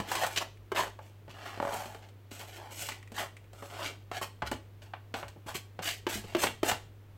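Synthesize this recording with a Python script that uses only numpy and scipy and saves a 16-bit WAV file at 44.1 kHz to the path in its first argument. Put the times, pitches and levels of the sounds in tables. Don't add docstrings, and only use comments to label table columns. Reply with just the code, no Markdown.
import sys
import numpy as np
from scipy import signal
from scipy.fft import rfft, irfft
from scipy.io import wavfile
from scipy.ndimage import uniform_filter1d

SR = 44100
rng = np.random.default_rng(int(sys.argv[2]) if len(sys.argv) > 2 else 0)


def unload_audio(sound):
    columns = np.transpose(np.atleast_2d(sound))
    steps = np.round(np.clip(columns, -1, 1) * 32767)
    wavfile.write(sys.argv[1], SR, steps.astype(np.int16))


N = 316225

# (start [s], press [s], release [s], peak rasp [dB], swell [dB],
# grit re rasp [dB], hiss re rasp [dB], blade resonance at start [Hz], at end [Hz])
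STROKES = [ (0.01, 0.077, 0.073, -48.5, 4.5, -2.5, -17, 800, 800),
           (0.07, 0.055, 0.053, -36, 16.5, -2.5, -5, 1040, 940),
           (0.138, 0.1, 0.08, -32.5, 8.3, -3.5, -9.5, 950, 740),
           (0.305, .02, 0.13, -47.5, 4.1, 1.5, -1.5, 810, 920),
           (0.358, 0.018, 0.029, -37, 20, 10, -2, 2620, 2500),
           (0.403, 0.013, 0.039, -34.5, 2.9, -7.5, -17, 820, 750),
           (0.746, 0.032, 0.13, -27, 13, -6.5, -14, 1020, 836),
           (1.01, 0.053, 0.14, -69, 3, 5.5, 0.5, 900, 850), (1.292, 0.013, 0.056, -56, 4, 6, -9, 930, 1200),
           (1.335, 0.14, 0.26, -43.5, 13, -6.5, -18, 1290, 920),
           (1.611, 0.1, 0.12, -40, 5.5, -16, -18, 714, 810),
           (1.719, 0.037, 0.34, -42, 3.4, -6, -9, 790, 760),
           (2.02, 0.017, 0.06, -70, 4, 12, -10, 1400, 1230),
           (2.308, 0.026, 0.27, -59, 3.1, 6.5, 4, 1050, 1260),
           (2.395, 0.016, 0.089, -48.5, 3, -5.5, -9, 970, 900),
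           (2.47, 0.1, 0.045, -56.5, 6.8, 3.5, 0, 1600, 1100),
           (2.575, .085, 0.2, -49.5, 2, -10.5, -19, 850, 700),
           (2.705, 0.11, 0.18, -48, 15, 6, 6.5, 1810, 2080),
           (2.883, 0.031, 0.16, -53, 2, 1, -20, 2120, 2200),
           (3.14, 0.059, 0.1, -33, 13.8, -7, -11.5, 1770, 730),
           (3.539, 0.098, 0.42, -56, 9, -3, -3.5, 1150, 855),
           (3.698, 0.11, 0.16, -40.5, 16.5, -4.5, -17, 785, 1390),
           (3.824, 0.038, 0.079, -49.5, 9, 10, -1, 1840, 2460),
           (4.126, .045, 0.048, -42.5, 6.5, -1, -10, 1220, 1800),
           (4.214, 0.014, 0.058, -39.5, 4, -0.5, -4, 1070, 1100),
           (4.441, 0.032, 0.025, -39.5, 32, 1.5, -8, 990, 1670),
           (4.514, 0.0041, 0.082, -45.5, 3, 0, -17, 960, 950),
           (4.816, 0.0054, 0.12, -58.5, 2, 0.5, -7.5, 1580, 950),
           (5.149, 0.032, .12, -44, 2.2, -7.5, -12.5, 885, 870),
           (5.46, 0.031, 0.079, -41.5, 10.6, -4.5, -8.5, 855, 1090),
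           (5.54, 0.017, 0.053, -49.5, 10, 12.5, 10, 1560, 2200),
           (5.818, 0.046, 0.14, -40.5, 11.8, 6, 2.5, 1110, 2440),
           (6.085, 0.066, 0.099, -40.5, 3, 0, -1.5, 1330, 1900),
           (6.235, 0.11, 0.16, -56, 1.4, 1.5, -8, 740, 730),
           (6.377, 0.053, 0.09, -33, 16, 2, 0.5, 940, 830),
           (6.64, 0.054, 0.042, -31, 11.7, 1, -2, 694, 744)]
# (time [s], level [dB], thud [dB], crack [dB], fizz [dB])
PLATE_TAPS = [(0.001, -22, 1, -5, -10), (0.116, -12.5, -37, -15, -10), (0.153, -21.5, -27, 0, -1),
              (0.235, -15.5, -18, -9, -21), (0.266, -24, -15, -5, 2.5), (0.362, -36.5, -15, 19, 10),
              (0.761, -24.5, -27, 7.5, -34), (0.99, -30.5, -14, -18, -23.5), (1.28, -39.5, 5, -8, -23),
              (1.575, -34, 2, -8, -14), (1.74, -29.5, -23, -13, 5), (1.807, -29, -30, -16, -12),
              (1.857, -37, 4.5, 1, -1), (1.947, -34, -3, -5, -9), (2.088, -53.5, -3, 8, 3),
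              (2.315, -44, 12.5, 9, 5), (2.394, -47, -3, 12, 13), (2.888, -24.5, -26, -0.5, -1),
              (3.119, -40, 7.5, -2, 1), (3.18, -23, -37, -3, -26), (3.532, -46, 7.5, 0, 3),
              (3.624, -30.5, -6.5, -12, -38), (4.115, -22, -11.5, -10, -17), (4.214, -21.5, -15, -19, -11),
              (4.421, -15, -33, -13, -30), (4.515, -20.5, -5.5, -9, -5.5), (4.936, -23.5, -24, -9, -41),
              (5.141, -23, -3.5, 0.5, -13.5), (5.229, -25, -16, -8, -50), (5.282, -40.5, -21, 4.5, 2.5),
              (5.362, -45.5, 11, -19, -23), (5.548, -24.5, -48, -17, -7), (5.791, -27, 1, -5.5, -22),
              (5.889, -28.5, -39, 11, 3), (6.436, -12.5, -10, -5, -5), (6.469, -22.5, -5, 6, -29),
              (6.7145, -14, -15, -4.5, -9)]
# (time [s], level [dB], thud [dB], crack [dB], fizz [dB])
BOWL_KNOCKS = [(0.718, -19.5, -19, -19, -19), (6.067, -22.5, -10, -6.5, -14.5), (6.349, -21, -6, -5.5, -15),
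               (6.367, -31, -2, -6, -6), (6.631, -20.5, -6, -8.5, -9.5)]
# (level [dB], thud [dB], crack [dB], fizz [dB])
FIRST_BOUNCE = (-17.5, -6, -21, -28.5)
# (time [s], level [dB])
TICKS = [(0.572, -51), (2.9208, -29), (3.028, -41), (3.0752, -42.5), (3.3676, -38), (3.4423, -51.5)]
# (time [s], level [dB], worktop boom [dB])
THUMPS = [(4.424, -36, -44), (4.517, -34, -45.5), (4.528, -45, -58), (5.23, -46.5, -55), (5.462, -42, -59),
          (5.55, -37, -67), (6.155, -35, -63), (6.243, -40.5, -65), (6.439, -30.5, -63),
          (6.715, -35.5, -42)]
# (frequency [Hz], width [Hz], lift [dB, sign ignored])
PLATE_MODES = [(450, 14, 6), (573, 29, 9), (687, 210, 5.5), (845, 78, 6.5), (1121, 17, 7), (1355, 170, 1),
               (1486, 24, 8), (1715, 49, -3), (2305, 79, 3), (2775, 18, 7), (3050, 330, 4), (4200, 250, 4),
               (4660, 100, 4), (8050, 1070, 7)]
BOWL_MODES = [(363, 55, 17), (418, 20, 14.5), (630, 45, 13), (890, 51, 9), (1570, 46, 6.5), (3050, 330, 7)]
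# (frequency [Hz], level [dB])
DRAG_COLOUR = [(40, -11), (110, -10), (160, -14.5), (230, -9.5), (330, -3), (400, -6.5), (490, -11.5),
               (900, -7.5), (3000, -45)]
RASP_COLOUR = [(40, -42), (150, -9), (260, -21), (380, -7), (490, -13.5), (650, -4), (950, -7), (1400, -6),
               (1900, -4), (2600, -11), (5000, -67.5)]
GRIT_COLOUR = [(900, -15.5), (1600, -3), (2100, 1.5), (3200, 0), (3700, -4), (5500, -7.5), (7000, -12.5),
               (12000, -59.5)]
HISS_COLOUR = [(3000, -60), (5000, -3.5), (6300, 1), (8200, -3), (9100, -7), (10500, -4), (12500, -1),
               (16000, -9)]
# (frequency [Hz], level [dB])
BLOW_COLOUR = [(20, -28), (50, -8.5), (150, -1), (400, -2), (1500, -2), (2200, -2), (8300, -8.5),
               (9200, -13), (16000, -11)]
TICK_COLOUR = [(300, -32), (1000, -17), (1700, -11), (2100, -2), (2400, -7), (2900, -13), (3800, -19.5),
               (5000, -25), (8000, -20), (16000, -42)]
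THUMP_COLOUR = [(20, -28), (70, -8.5), (110, 4.5), (165, -4.5), (215, 2.5), (270, -8.5), (340, -4),
                (500, -5.5), (1500, -84), (5000, -92)]
BOOM_COLOUR = [(20, -18), (38, -21), (50, -12), (68, 3), (110, -36), (300, -59), (2000, -90)]
# (centre [Hz]), then (width [Hz])
BAND_HZ = [250, 1000, 3400, 9500]
BAND_WIDTH_HZ = [380, 1500, 4000, 10000]
# (frequency [Hz], time to fall 60 dB [s])
KITCHEN_T60 = [(200, 0.34), (530, 0.28), (1400, 0.26), (3500, 0.32), (9700, 0.27), (16000, 0.2)]
# (frequency [Hz], level [dB])
AIR_COLOUR = [(20, 1), (36, -35), (50, 16), (66, -13), (85, 6.5), (125, 2), (200, -4), (400, -3),
              (800, -12), (1600, -16), (3200, -20.5), (5000, -27.5), (10000, -33), (16000, -26.5)]

RESPONSE_SAMPLES = 8192
FREQS = np.fft.rfftfreq(RESPONSE_SAMPLES, 1 / SR)


def scrapes(judder_db=1.0, touch_s=0.0033, pile_up_s=0.0047, blade_width_hz=240, squeak_db_per_octave=5):
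    judder = evened(amp(judder_db * wander(rate_hz=100)))
    coarse = slips(per_s=760, spread_db=2, smooth=0.45) * judder
    gritty = slips(per_s=2000, spread_db=6.5, smooth=0.78) * judder
    fine = slips(per_s=3800, spread_db=6, smooth=0.96) * judder
    colours = (DRAG_COLOUR, RASP_COLOUR, GRIT_COLOUR, HISS_COLOUR)
    bodies = [unit_energy(ring(curve(colour, FREQS) + lift(PLATE_MODES))) for colour in colours]
    out = np.zeros(N)
    for start, press_s, release_s, peak_db, swell_db, grit, hiss, start_hz, end_hz in STROKES:
        length_s = press_s + release_s
        t = np.arange(0, length_s, 1 / SR)
        span = (round(start * SR) + np.arange(len(t))) % N
        contact = np.minimum(np.minimum(t, length_s - t) / touch_s, 1)
        arch_db = pressure(t, press_s, release_s, swell_db)
        stroke_db = peak_db + arch_db
        drag_db = 0.46 * stroke_db - 36
        rasp_db = stroke_db - 4
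        grit_db = peak_db + grit - 2 + 0.98 * arch_db
        hiss_db = peak_db + hiss - 1.5 + 0.99 * arch_db
        hiss_db -= 6 * np.exp(-t / pile_up_s)
        parts = zip((gritty, coarse, gritty, fine), (drag_db, rasp_db, grit_db, hiss_db), bodies)
        rub = sum(signal.fftconvolve(drive[span] * contact * amp(db), body) for drive, db, body in parts)
        blade_hz = start_hz + (end_hz - start_hz) * t / length_s
        squeak_db = squeak_db_per_octave * max(np.log2(end_hz / start_hz), 0)
        grit_share = np.clip((blade_hz - 1500) / 1200, 0, 1)
        force = coarse[span] * contact * amp(stroke_db - 8 + squeak_db + grit * grit_share)
        overtone = amp(-8) * resonate(force, 2.3 * blade_hz, 2 * blade_width_hz)
        add(rub, 0, resonate(force, blade_hz, blade_width_hz) + overtone)
        paths = [scatter(near_t60=0.022, near_db=-3, chatter_db=-11) for _ in range(4)]
        add(out, start, shifting(rub, paths, per_s=6.72))
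    return out


def pressure(t, press_s, release_s, swell_db, fade_db=32.5):
    to_go = np.clip(1 - t / press_s, 0, 1)
    gone = np.clip((t - press_s) / release_s, 0, 1)
    return -swell_db * to_go ** 0.73 - fade_db * gone ** 1.33


def slips(per_s, spread_db, smooth):
    size = amp(spread_db * np.minimum(rng.exponential(1, N), 3.5)) * rng.choice([-1, 1], N)
    slipping = rng.random(N) < per_s / SR
    return evened(evened(size * slipping) + smooth * rng.standard_normal(N))


def blows(rows, modes, gain_db, near_t60, near_db, thud_db=0, crack_db=0, fizz_db=0, chatter_t60=0.033):
    out = np.zeros(N)
    body_db = lift(modes) + curve(BLOW_COLOUR, FREQS)
    for time_s, db, thud, crack, fizz in rows:
        bands_db = db + np.array([thud + thud_db, 0, crack + crack_db, fizz + fizz_db])
        density_db = bands_db - 10 * np.log10(np.array(BAND_WIDTH_HZ) / SR)
        push_db = curve(np.transpose([BAND_HZ, density_db]), FREQS) + gain_db
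        path = scatter(near_t60, near_db, chatter_t60, chatter_db=7)
        add(out, time_s, signal.fftconvolve(ring(push_db + body_db), path))
    return out


def skid(start_s=1.601, first_gap_s=0.026, shrink=0.9, loss_db=2, count=5):
    db, *colour = FIRST_BOUNCE
    gaps = first_gap_s * shrink ** np.arange(count)
    bounces = [(start_s + gaps[:k].sum(), db - k * loss_db, *colour) for k in range(count)]
    return blows(bounces, PLATE_MODES, gain_db=12.5, near_t60=0.056, near_db=4,
                 thud_db=-4, crack_db=2, fizz_db=4, chatter_t60=0.013)


def ticks(gain_db=13):
    times, db = np.transpose(TICKS)
    return impacts(times, db + gain_db, TICK_COLOUR, near_t60=0.047)


def thumps(bowl_gain_db=24, boom_gain_db=32):
    times, bowl_db, boom_db = np.transpose(THUMPS)
    bowl = impacts(times, bowl_db + bowl_gain_db, THUMP_COLOUR, near_t60=0.1)
    worktop = impacts(times, boom_db + boom_gain_db, BOOM_COLOUR, near_t60=0.1)
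    return bowl + worktop


def impacts(times, levels_db, colour, near_t60, pitch_spread=0.033):
    out = np.zeros(N)
    for time_s, db in zip(times, levels_db):
        detune = np.exp(pitch_spread * rng.uniform(-1, 1))
        body = unit_energy(ring(curve(colour, FREQS * detune)))
        add(out, time_s, amp(db) * signal.fftconvolve(body, scatter(near_t60, near_db=4.5)))
    return out


def scatter(near_t60, near_db, chatter_t60=0.017, chatter_db=0):
    t = np.arange(RESPONSE_SAMPLES // 2) / SR
    chatter, near = rng.standard_normal((2, len(t))) * (t > 0.0003)
    path = amp(chatter_db) * unit_energy(chatter * amp(-60 * t / chatter_t60))
    path += amp(near_db) * unit_energy(near * amp(-60 * t / near_t60))
    path[0] = 1
    power = uniform_filter1d(abs(rfft(path, RESPONSE_SAMPLES)) ** 2, size=181)
    return signal.fftconvolve(path, ring(-10 * np.log10(power + 1e-6)))[:len(t)]


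def shifting(x, paths, per_s):
    turn = per_s * np.arange(len(x)) / SR
    shares = [np.maximum(np.cos(2 * np.pi * (turn - k / len(paths))), 0) for k in range(len(paths))]
    total = np.sqrt(np.sum(np.square(shares), 0))
    return sum(signal.fftconvolve(x * share / total, path) for share, path in zip(shares, paths))


def kitchen(x, wet_db=-9, build_s=0.0028):
    echoes = rng.standard_normal((4, SR // 2)) * (rng.random((4, SR // 2)) < 0.1)
    hz, t, spectra = signal.stft(echoes, SR, nperseg=256)
    decay = amp(-60 * t / curve(KITCHEN_T60, hz)[:, None])
    tails = signal.istft(spectra * decay, SR, nperseg=256)[1]
    tails *= 1 - np.exp(-(np.arange(tails.shape[1]) / SR / build_s) ** 2)
    return x + amp(wet_db) * shifting(x, [unit_energy(tail) for tail in tails], per_s=5)[:N]


def hum(hz=100.15, level_db=-52.5, waver_db=0.46):
    turns = hz * np.arange(N) / SR + 0.014 * wander(rate_hz=5.5)
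    return amp(level_db - waver_db * wander(rate_hz=2.1)) * np.sqrt(2) * np.sin(2 * np.pi * turns)


def air(level_db=-59, swell_db=3, rumble_hz=120):
    hz = np.fft.rfftfreq(N, 1 / SR)
    noise = evened(irfft(rfft(rng.standard_normal(N)) * amp(curve(AIR_COLOUR, hz)), N))
    rumble = irfft(rfft(noise) / (1 + (hz / rumble_hz) ** 4), N)
    return amp(level_db) * (noise - rumble + rumble * amp(swell_db * wander(rate_hz=1.1)))


def resonate(x, hz, width_hz):
    turn = np.exp(2j * np.pi * np.cumsum(hz) / SR)
    pole = np.exp(-np.pi * width_hz / SR)
    return (turn * signal.lfilter([np.sqrt(2 * (1 - pole ** 2))], [1, -pole], x / turn)).real


def lift(modes):
    peaks = ((amp(db) ** 2 - 1) / (1 + (2 * (FREQS - hz) / width) ** 2) for hz, width, db in np.abs(modes))
    return 10 * np.log10(1 + sum(peaks))


def ring(db):
    cepstrum = irfft(np.log(amp(db)))
    cepstrum[1:RESPONSE_SAMPLES // 2] *= 2
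    cepstrum[RESPONSE_SAMPLES // 2 + 1:] = 0
    return irfft(np.exp(rfft(cepstrum)))


def wander(rate_hz):
    hz = np.fft.rfftfreq(N, 1 / SR)
    return evened(irfft(rfft(rng.standard_normal(N)) / (1 + (hz / rate_hz) ** 2) ** 2, N))


def curve(points, hz):
    point_hz, value = np.transpose(points)
    return np.interp(np.log(hz + 1), np.log(point_hz + 1), value)


def add(mix, time_s, sound):
    part = mix[max(round(time_s * SR), 0):][:len(sound)]
    part += sound[:len(part)]


def amp(db):
    return 10 ** (np.asarray(db) / 20)


def evened(x):
    return x / np.sqrt(np.mean(x ** 2) + 1e-20)


def unit_energy(x):
    return x / np.linalg.norm(x)


def scene():
    taps = blows(PLATE_TAPS, PLATE_MODES, gain_db=11, near_t60=0.1, near_db=5.5, fizz_db=2)
    knocks = blows(BOWL_KNOCKS, BOWL_MODES, gain_db=14, near_t60=0.055, near_db=11.5,
                   crack_db=4, fizz_db=5)
    foreground = taps + knocks + skid() + scrapes() + ticks() + thumps()
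    return (kitchen(foreground) + hum() + air())[None]


def record(dry):
    lowpass = signal.firwin(511, 15900, window=("kaiser", 9), fs=SR)
    return signal.oaconvolve(dry, lowpass[None], "same")


dry = scene()
out = record(dry)
unload_audio(out)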